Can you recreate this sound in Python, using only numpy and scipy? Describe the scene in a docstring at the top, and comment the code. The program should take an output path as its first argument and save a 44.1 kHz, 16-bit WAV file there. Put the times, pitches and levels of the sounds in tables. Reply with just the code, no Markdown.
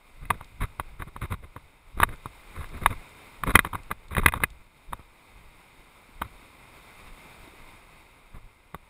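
"""A sandy beach, heard from a camera worn on the body, its microphone inside a closed plastic case.
For five seconds the wearer walks: each stride swings the case, which knocks on its mount, scrapes
gritty against clothing and rumbles, while dry sand and wrack crackle underfoot. Then the walker stops.
Small waves wash the shore, coloured by the hollow case, and air pockets gulp in them.
Right at the microphone come soft swells of rumble and a few last knocks and scrapes."""
import sys
import numpy as np
from scipy import signal
from scipy.fft import rfft, irfft
from scipy.io import wavfile

SR = 44100
rng = np.random.default_rng(int(sys.argv[2]) if len(sys.argv) > 2 else 0)


def to_wav(s):
    """Save 16-bit WAV."""
    ch = np.atleast_2d(s).T  # columns
    pcm = np.round(np.clip(ch, -1, 1) * 32767)  # PCM
    wavfile.write(sys.argv[1], SR, pcm.astype(np.int16))


N = 392049
TIME = np.arange(N) / SR
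TAPS = 4096
BINS = np.fft.rfftfreq(TAPS, 1 / SR)
KNOCK_DB, KNOCK_HZ = -22, 1320  # the ring of an ordinary knock

# The case hits its mount. Each row: start in seconds, ring in dB, ring centre in Hz, thump in dB.
CASE_KNOCKS = [(0.2534, -45.5, 1890, -60), (0.3034, -18, 1420, -27), (0.3077, -18.5, 1150, -37),
               (0.4106, -37, 1100, -45), (0.7975, -23.5, 1300, -30.5), (1.0211, -31.5, 1330, -45),
               (1.1633, -33.5, 1120, -38), (1.5629, -36.5, 1040, -36), (2.0013, -18.5, 1290, -24),
               (2.0314, -12, 1410, -35), (2.0346, -14, 1380, -21.5), (2.09, -40, 1520, -43),
               (2.2579, -30.5, 1140, -33.5), (2.6425, -40, 1400, -47), (2.8602, -9.5, 1370, -24),
               (3.4355, -22, 1290, -37), (3.4752, -26.5, 1180, -32), (3.5518, -22, 1830, -31),
               (3.5543, -7, 1320, -33.5), (3.5557, -7.5, 1850, -12.5), (3.5912, -12, 1610, -20.5),
               (3.648, -24.5, 1340, -31), (3.731, -31.5, 1150, -50), (3.735, -30, 1120, -37),
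               (3.747, -31.5, 1160, -30.5), (3.7532, -26.5, 1280, -40), (3.9053, -39, 1330, -38),
               (3.9126, -24, 1360, -30), (3.915, -26.5, 1360, -35), (4.15, -30.5, 1850, -40.5),
               (4.167, -21, 1260, -32.5), (4.1814, -24, 1870, -21.5), (4.234, -30, 1120, -43),
               (4.2426, -36, 1120, -40), (4.2608, -7.5, 1600, -14.5), (4.2836, -22, 1980, -45),
               (4.3223, -32, 1620, -50), (4.3378, -21.5, 1280, -38), (4.4031, -35, 1050, -42),
               (4.4356, -16.5, 1600, -23), (4.439, -19, 1610, -54), (4.9255, -39.5, 1140, -37.5),
               (4.9318, -26, 1200, -43), (4.9947, -50, 1131, -44.5), (6.2156, -32.5, 1512, -30),
               (6.2196, -22.5, 1243, -31), (8.7455, -31, 1138, -32)]


def gain_of(db):
    """Decibels to amplitude."""
    return 10 ** (np.asarray(db) / 20)


def evened(x):
    """Scales to an rms of 1."""
    return x / np.sqrt(np.mean(x ** 2) + 1e-20)


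def add(mix, start_s, sound):
    """Mixes a sound in at its start time."""
    part = mix[max(round(start_s * SR), 0):][:len(sound)]
    part += sound[:len(part)]


def wander(size, per_s):
    """A random drift, rms near 1, that turns about per_s times a second."""
    knots = rng.standard_normal(size // 8 + 4)
    return np.interp(np.arange(size) * per_s / SR, np.arange(len(knots)), knots) * np.sqrt(3 / 2)


def swell(offset_s, rise_s, fall_s):
    """A bell of height 1 around offset zero, with its own rise and fall."""
    return np.exp(-(offset_s / np.where(offset_s < 0, rise_s, fall_s)) ** 2)


def grains(size, per_s, spread_db):
    """A random train of tiny clicks, a few much larger than the rest."""
    sizes = gain_of(spread_db * np.minimum(rng.exponential(1, size), 4))
    return sizes * rng.choice([-1, 1], size) * (rng.random(size) < per_s / SR)


def below(edge_hz, order):
    """Gain per bin of a low-pass; one minus it is the matching high-pass."""
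    return 1 / (1 + (BINS / edge_hz) ** order)


def response(gain):
    """The minimum-phase impulse response that has this gain per bin."""
    cepstrum = irfft(np.log(np.maximum(gain, gain.max() * 1e-5)))
    cepstrum[1:TAPS // 2] *= 2
    cepstrum[TAPS // 2 + 1:] = 0
    return irfft(np.exp(rfft(cepstrum)))


def coloured(x, gain):
    """Filters x, tail included, to a power of 1 over the length of x."""
    y = signal.fftconvolve(x, response(gain))
    return y * np.sqrt(len(x) / (np.sum(y ** 2) + 1e-20))


def in_case(colour):
    """Gain per bin of a spectrum as it reaches the microphone through the hollow case."""
    # Resonances and notches of the case. Each row: centre in Hz, width in Hz, height in dB.
    resonances = [(963, 330, 7.5), (1273, 500, 6), (2077, 230.0, 6.5), (2365, 700, 13), (3702, 320, 7.5),
                  (6005, 730, -12), (8310, 660, 9), (9775, 740, 10), (11110, 910, 5), (11980, 1000, -16),
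                  (13700, 710.0, 2), (14120, 580, 10)]
    bumps_db = sum(height * np.exp(-(2 * (BINS - centre) / width) ** 2)
                   for centre, width, height in resonances)
    hz, db = np.transpose(colour)
    return gain_of(np.interp(np.log(BINS + 1), np.log(hz), db) + bumps_db)


def wash(t, calm_db=-62.5):
    """Strength of the water at times t: each wave adds its power to the calm."""
    # Small waves. Each row: crest time in seconds, level in dB, run-up and retreat in seconds.
    waves = [(0.45, -60.5, .3, 0.8), (2.7, -55.5, 0.41, 0.53), (3.5, -54, 0.91, 0.33), (6.1, -60, 1.3, 1),
             (7.25, -53.5, 0.63, 0.71)]
    power = sum(gain_of(db) ** 2 * swell(t - s, rise_s, fall_s) for s, db, rise_s, fall_s in waves)
    return np.sqrt(gain_of(calm_db) ** 2 + power)


def surf(foam_db=-6.5, foam_lead_s=0.062, lap_db=0.77):
    """Small waves run up the sand: the foam on the crest fizzes just ahead of a soft, splashy wash."""
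    # Surf outside the case. Each row: frequency in Hz, relative level in dB.
    spectrum = [(40, 3.5), (80, -3.5), (170, -10), (400, -12.5), (700, -14), (1000, -19), (1600, -18.5),
                (2300, -23), (3100, -18), (5000, -27), (8000, -31), (15300, -33)]
    colour = in_case(spectrum)
    low, high = below(440, order=4), 1 - below(2900, order=8)
    body_gain = colour * (1 - high) * (1 - below(50, order=2))
    # the bass comes on top of the body level
    depth = np.linalg.norm(body_gain) / np.linalg.norm(body_gain * (1 - low))
    body = depth * coloured(grains(N, per_s=7000, spread_db=2.5), body_gain)[:N]
    foam = gain_of(foam_db) * coloured(grains(N, per_s=14000, spread_db=2.5), colour * high)[:N]
    lapping = gain_of(lap_db * wander(N, per_s=26))
    return (body * wash(TIME) + foam * wash(TIME + foam_lead_s)) * lapping


def gulps(rise_s=0.0026, climb_per_s=5.5, trim_db=-0.5):
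    """At the waterline, trapped bubbles ring briefly and climb in pitch as they rise."""
    # Air pockets in the waves. Each row: start in seconds, peak before the trim in dB, first pitch in Hz.
    bubbles = [(5.699, -55, 210), (6.09, -47, 247), (6.425, -50, 247), (7.129, -59, 242), (7.258, -46, 222),
               (7.475, -42, 306), (7.536, -46, 361.7)]
    t = np.arange(TAPS) / SR
    envelope = t / rise_s * np.exp(1 - t / rise_s)
    mix = np.zeros(N)
    for start_s, db, hz in bubbles:
        tone = np.sin(2 * np.pi * hz * t * (1 + climb_per_s * t / 2))
        add(mix, start_s, gain_of(db + trim_db) * envelope * tone)
    return mix


def rumble_swells(floor_db=-62.5, swell_s=0.058):
    """Power of a steady low rumble and its short swells, from strides swaying the camera and from wind."""
    # Short swells of low rumble. Each row: peak time in seconds, level in dB.
    rumble_peaks = [(0.26, -44), (1.12, -43), (4.58, -46.5), (5.45, -54), (6.95, -52), (7.12, -50.5),
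                    (7.42, -51.5), (7.67, -54), (8.37, -46.5)]
    power = sum(gain_of(db) ** 2 * swell(TIME - s, swell_s, swell_s) for s, db in rumble_peaks)
    return gain_of(floor_db) ** 2 + power


def crackles(decay_s=0.003, trim_db=-13):
    """Dry sand and wrack underfoot: a few grains give way one after another."""
    # Crackles on the ground. Each row: start in seconds, level before the trim in dB.
    crunches = [(0.444, -45), (2.1585, -48), (2.6898, -47), (3.0934, -48), (3.8337, -46), (4.0828, -46.5),
                (4.5027, -44.5)]
    # A crackle outside the case. Each row: frequency in Hz, relative level in dB.
    spectrum = [(1500, -27), (3500, 5), (4600, -2), (7000, -2), (9000, -11), (15000, -20)]
    t = np.arange(TAPS // 8) / SR
    mix = np.zeros(N)
    for start_s, db in crunches:
        snaps = grains(len(t), per_s=3400, spread_db=2.0) * np.exp(-t / decay_s)
        add(mix, start_s, gain_of(db + trim_db) * coloured(snaps, in_case(spectrum)))
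    return mix


def handling(rubs, span_s=0.27, lag_s=0.01):
    """How hard the case is being moved, in dB: the rubbing, smoothed and a little late."""
    window = signal.windows.hann(round(span_s * SR))
    power = abs(signal.fftconvolve(rubs ** 2, window / window.sum(), "same"))
    return np.interp(TIME - lag_s, TIME, 10 * np.log10(power + 1e-12))


def sway(handling_db, ordinary_handling_db=-42, sway_db=-47, lumps_db=3.5, drift_db=2.0):
    """Lumpy low rumble: the camera sways more the harder it is handled, with short swells on top."""
    # The rumble before the case colours it. Each row: frequency in Hz, relative level in dB.
    spectrum = [(8, -13), (20, 3), (40, -2.5), (75, -14), (140, -18.5), (300, -39.5), (900, -81)]
    motion = gain_of(sway_db + 0.7 * (handling_db - ordinary_handling_db))
    lumps = gain_of(lumps_db * wander(N, per_s=25) + drift_db * wander(N, per_s=6.5))
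    rumble = coloured(rng.standard_normal(N), in_case(spectrum))[:N]
    return np.sqrt(motion ** 2 + rumble_swells()) * lumps * rumble


def scrape(length_s, rasp_db, ordinary_rasp_db=-44.5, slip_db=4.0, slips_per_s=260):
    """Grains catch and slip on the case, while the pressure of the stroke shakes it."""
    # The grit, and the shaking under it. Each row: frequency in Hz, relative level in dB.
    grit_spectrum = [(400, -27), (750, -11.5), (1100, 6), (1700, 4.5), (2400, -10), (3300, -9.5),
                     (3900, -11.5), (4500, -31.5), (7300, -30.5), (9000, -22), (11000, -14.5), (13500, -18),
                     (15300, -26)]
    shake_spectrum = [(10, -12.5), (25, -2), (50, -2.5), (80, 1.5), (120, -4.5), (170, -9.5), (260, -15.5),
                      (450, -18), (700, -25.5), (1500, -56.5)]
    size = round(length_s * SR)
    pressure_db = rasp_db - ordinary_rasp_db
    fizz_db, shake_db = -54.5 + pressure_db, -36 + 0.81 * pressure_db
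    stroke = signal.windows.tukey(size, 0.7)
    grip = gain_of(slip_db * wander(size, slips_per_s))
    slips = stroke * grip * grains(size, per_s=4500, spread_db=2.5)
    colour, low = in_case(grit_spectrum), below(2900, order=12)
    sound = gain_of(rasp_db) * coloured(slips, colour * low)
    sound += gain_of(fizz_db) * coloured(slips, colour * (1 - low))
    shake = coloured(rng.standard_normal(size + TAPS), in_case(shake_spectrum))[TAPS:TAPS + size]
    add(sound, 0, gain_of(shake_db) * evened(stroke * shake))  # it shakes only while it is pressed
    return sound


def rubbing(skid_db=-50, skid_lead_s=0.011, skid_s=0.034):
    """Right at the microphone, the case scrapes on clothing and skids briefly around every knock."""
    # Rubs against clothing. Each row: start in seconds, length in seconds, rasp in dB.
    scrapes = [(0.21, 0.047, -59.5), (0.316, 0.053, -55.5), (0.598, 0.062, -37), (0.985, .057, -49),
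               (1.064, 0.034, -54.5), (1.206, 0.062, -41), (1.296, 0.059, -39), (1.418, 0.045, -55.5),
               (1.965, 0.033, -48.5), (2.006, 0.048, -33.5), (2.055, .11, -53), (2.535, 0.12, -47.5),
               (2.703, 0.1, -52), (2.805, 0.052, -45), (2.889, 0.058, -42.5), (3.456, .07, -34),
               (3.533, 0.05, -33.5), (3.645, .04, -43), (3.767, 0.051, -58), (4.102, 0.049, -44.5),
               (4.166, 0.042, -35.5), (4.205, 0.058, -46), (4.269, 0.031, -35.5), (4.339, 0.051, -43.5),
               (4.411, 0.042, -45), (6.216, 0.065, -55.5), (8.334, 0.059, -57.5)]
    mix = np.zeros(N)
    for start_s, length_s, rasp_db in scrapes:
        add(mix, start_s, scrape(length_s, rasp_db))
    for knock_s, ring_db, *_ in CASE_KNOCKS:
        add(mix, knock_s - skid_lead_s, scrape(skid_s, skid_db + 0.55 * (ring_db - KNOCK_DB)))
    return mix


def ring(centre_hz, octaves=0.33, rise_s=0.00047, leak=0.11, scatter=1.4):
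    """The struck case rings: the spot that is hit favours the modes near centre_hz."""
    # Modes of the case. Each row: frequency in Hz, width in Hz, relative level in dB.
    case_modes = [(560, 320, -8.5), (982, 120, 0.5), (1133.6, 167, 3.5), (1440, 150, -7), (1658, 193, -0.5),
                  (2005, 140, 1.5), (2467, 69, -3), (3020, 200, -3), (3660, 200, -1.5)]
    t = np.arange(TAPS) / SR
    hz, width, db = np.transpose(case_modes)[:, :, None]
    detune, phase = rng.uniform(-0.9, 1, (2, len(case_modes), 1))
    spot = leak + np.exp(-(np.log2(hz / centre_hz) / octaves) ** 2 / 2)
    swings = np.sin(2 * np.pi * hz * (1 + 0.008 * detune) * t + scatter * phase)
    modes = gain_of(db) * spot * np.exp(-np.pi * width * t) * swings
    return modes.sum(0) * (1 - np.exp(-(t / rise_s) ** 2))


def knock(ring_db, centre_hz, thump_db, chatter_s=0.0011, rattle=0.029, rattle_s=0.007, contact_s=0.005):
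    """The case hits its mount, very close: a hollow ring, a click of plastic and a low thump."""
    # Click and thump before the case colours them. Each row: frequency in Hz, relative level in dB.
    click_spectrum = [(1500, -45.5), (2800, -9.5), (3200, 2), (3550, -4.5), (3950, -3), (4300, -22.5),
                      (7500, -21), (9000, -8), (10800, -3.5), (13500, -4.5), (15300, -9.5)]
    thump_spectrum = [(20, -19), (70, 5), (150, -2), (350, -4.5), (650, -8.5), (1000, -20), (2000, -52.5),
                      (4000, -81.5)]
    t = np.arange(TAPS) / SR
    # a harder spot rings higher and clicks more, by 12 dB an octave
    click_db = -35 + (ring_db - KNOCK_DB) + 12 * np.log2(centre_hz / KNOCK_HZ)
    # the surfaces chatter for about a millisecond, then a loose part rattles on
    chatter = t / chatter_s * np.exp(-t / chatter_s) + rattle * np.exp(-t / rattle_s)
    click = coloured(chatter * rng.standard_normal(TAPS), in_case(click_spectrum))[:TAPS]
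    thump = response(in_case(thump_spectrum))
    sound = gain_of(ring_db) * evened(ring(centre_hz))
    sound += gain_of(click_db) * evened(click)
    sound += gain_of(thump_db) * evened(thump)
    return sound * np.sqrt(contact_s * SR / TAPS)  # the levels hold over the time of contact


def scene():
    """Shore, ground and case all reach one microphone, the same on both channels."""
    rubs = rubbing()
    mix = surf() + rubs + sway(handling(rubs))
    for start_s, ring_db, centre_hz, thump_db in CASE_KNOCKS:
        add(mix, start_s, knock(ring_db, centre_hz, thump_db))
    mix += crackles() + gulps()
    return np.array([mix, mix])


def record(dry, edge_hz=15650):
    """The hardest knocks overload the camera's input; a steep low-pass then cuts the top treble."""
    clipped = np.clip(dry, -1, 1)
    band_limit = signal.firwin(401, edge_hz, window=("kaiser", 8), fs=SR)
    return signal.oaconvolve(clipped, band_limit[None], "same")


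dry = scene()
out = record(dry)
to_wav(out)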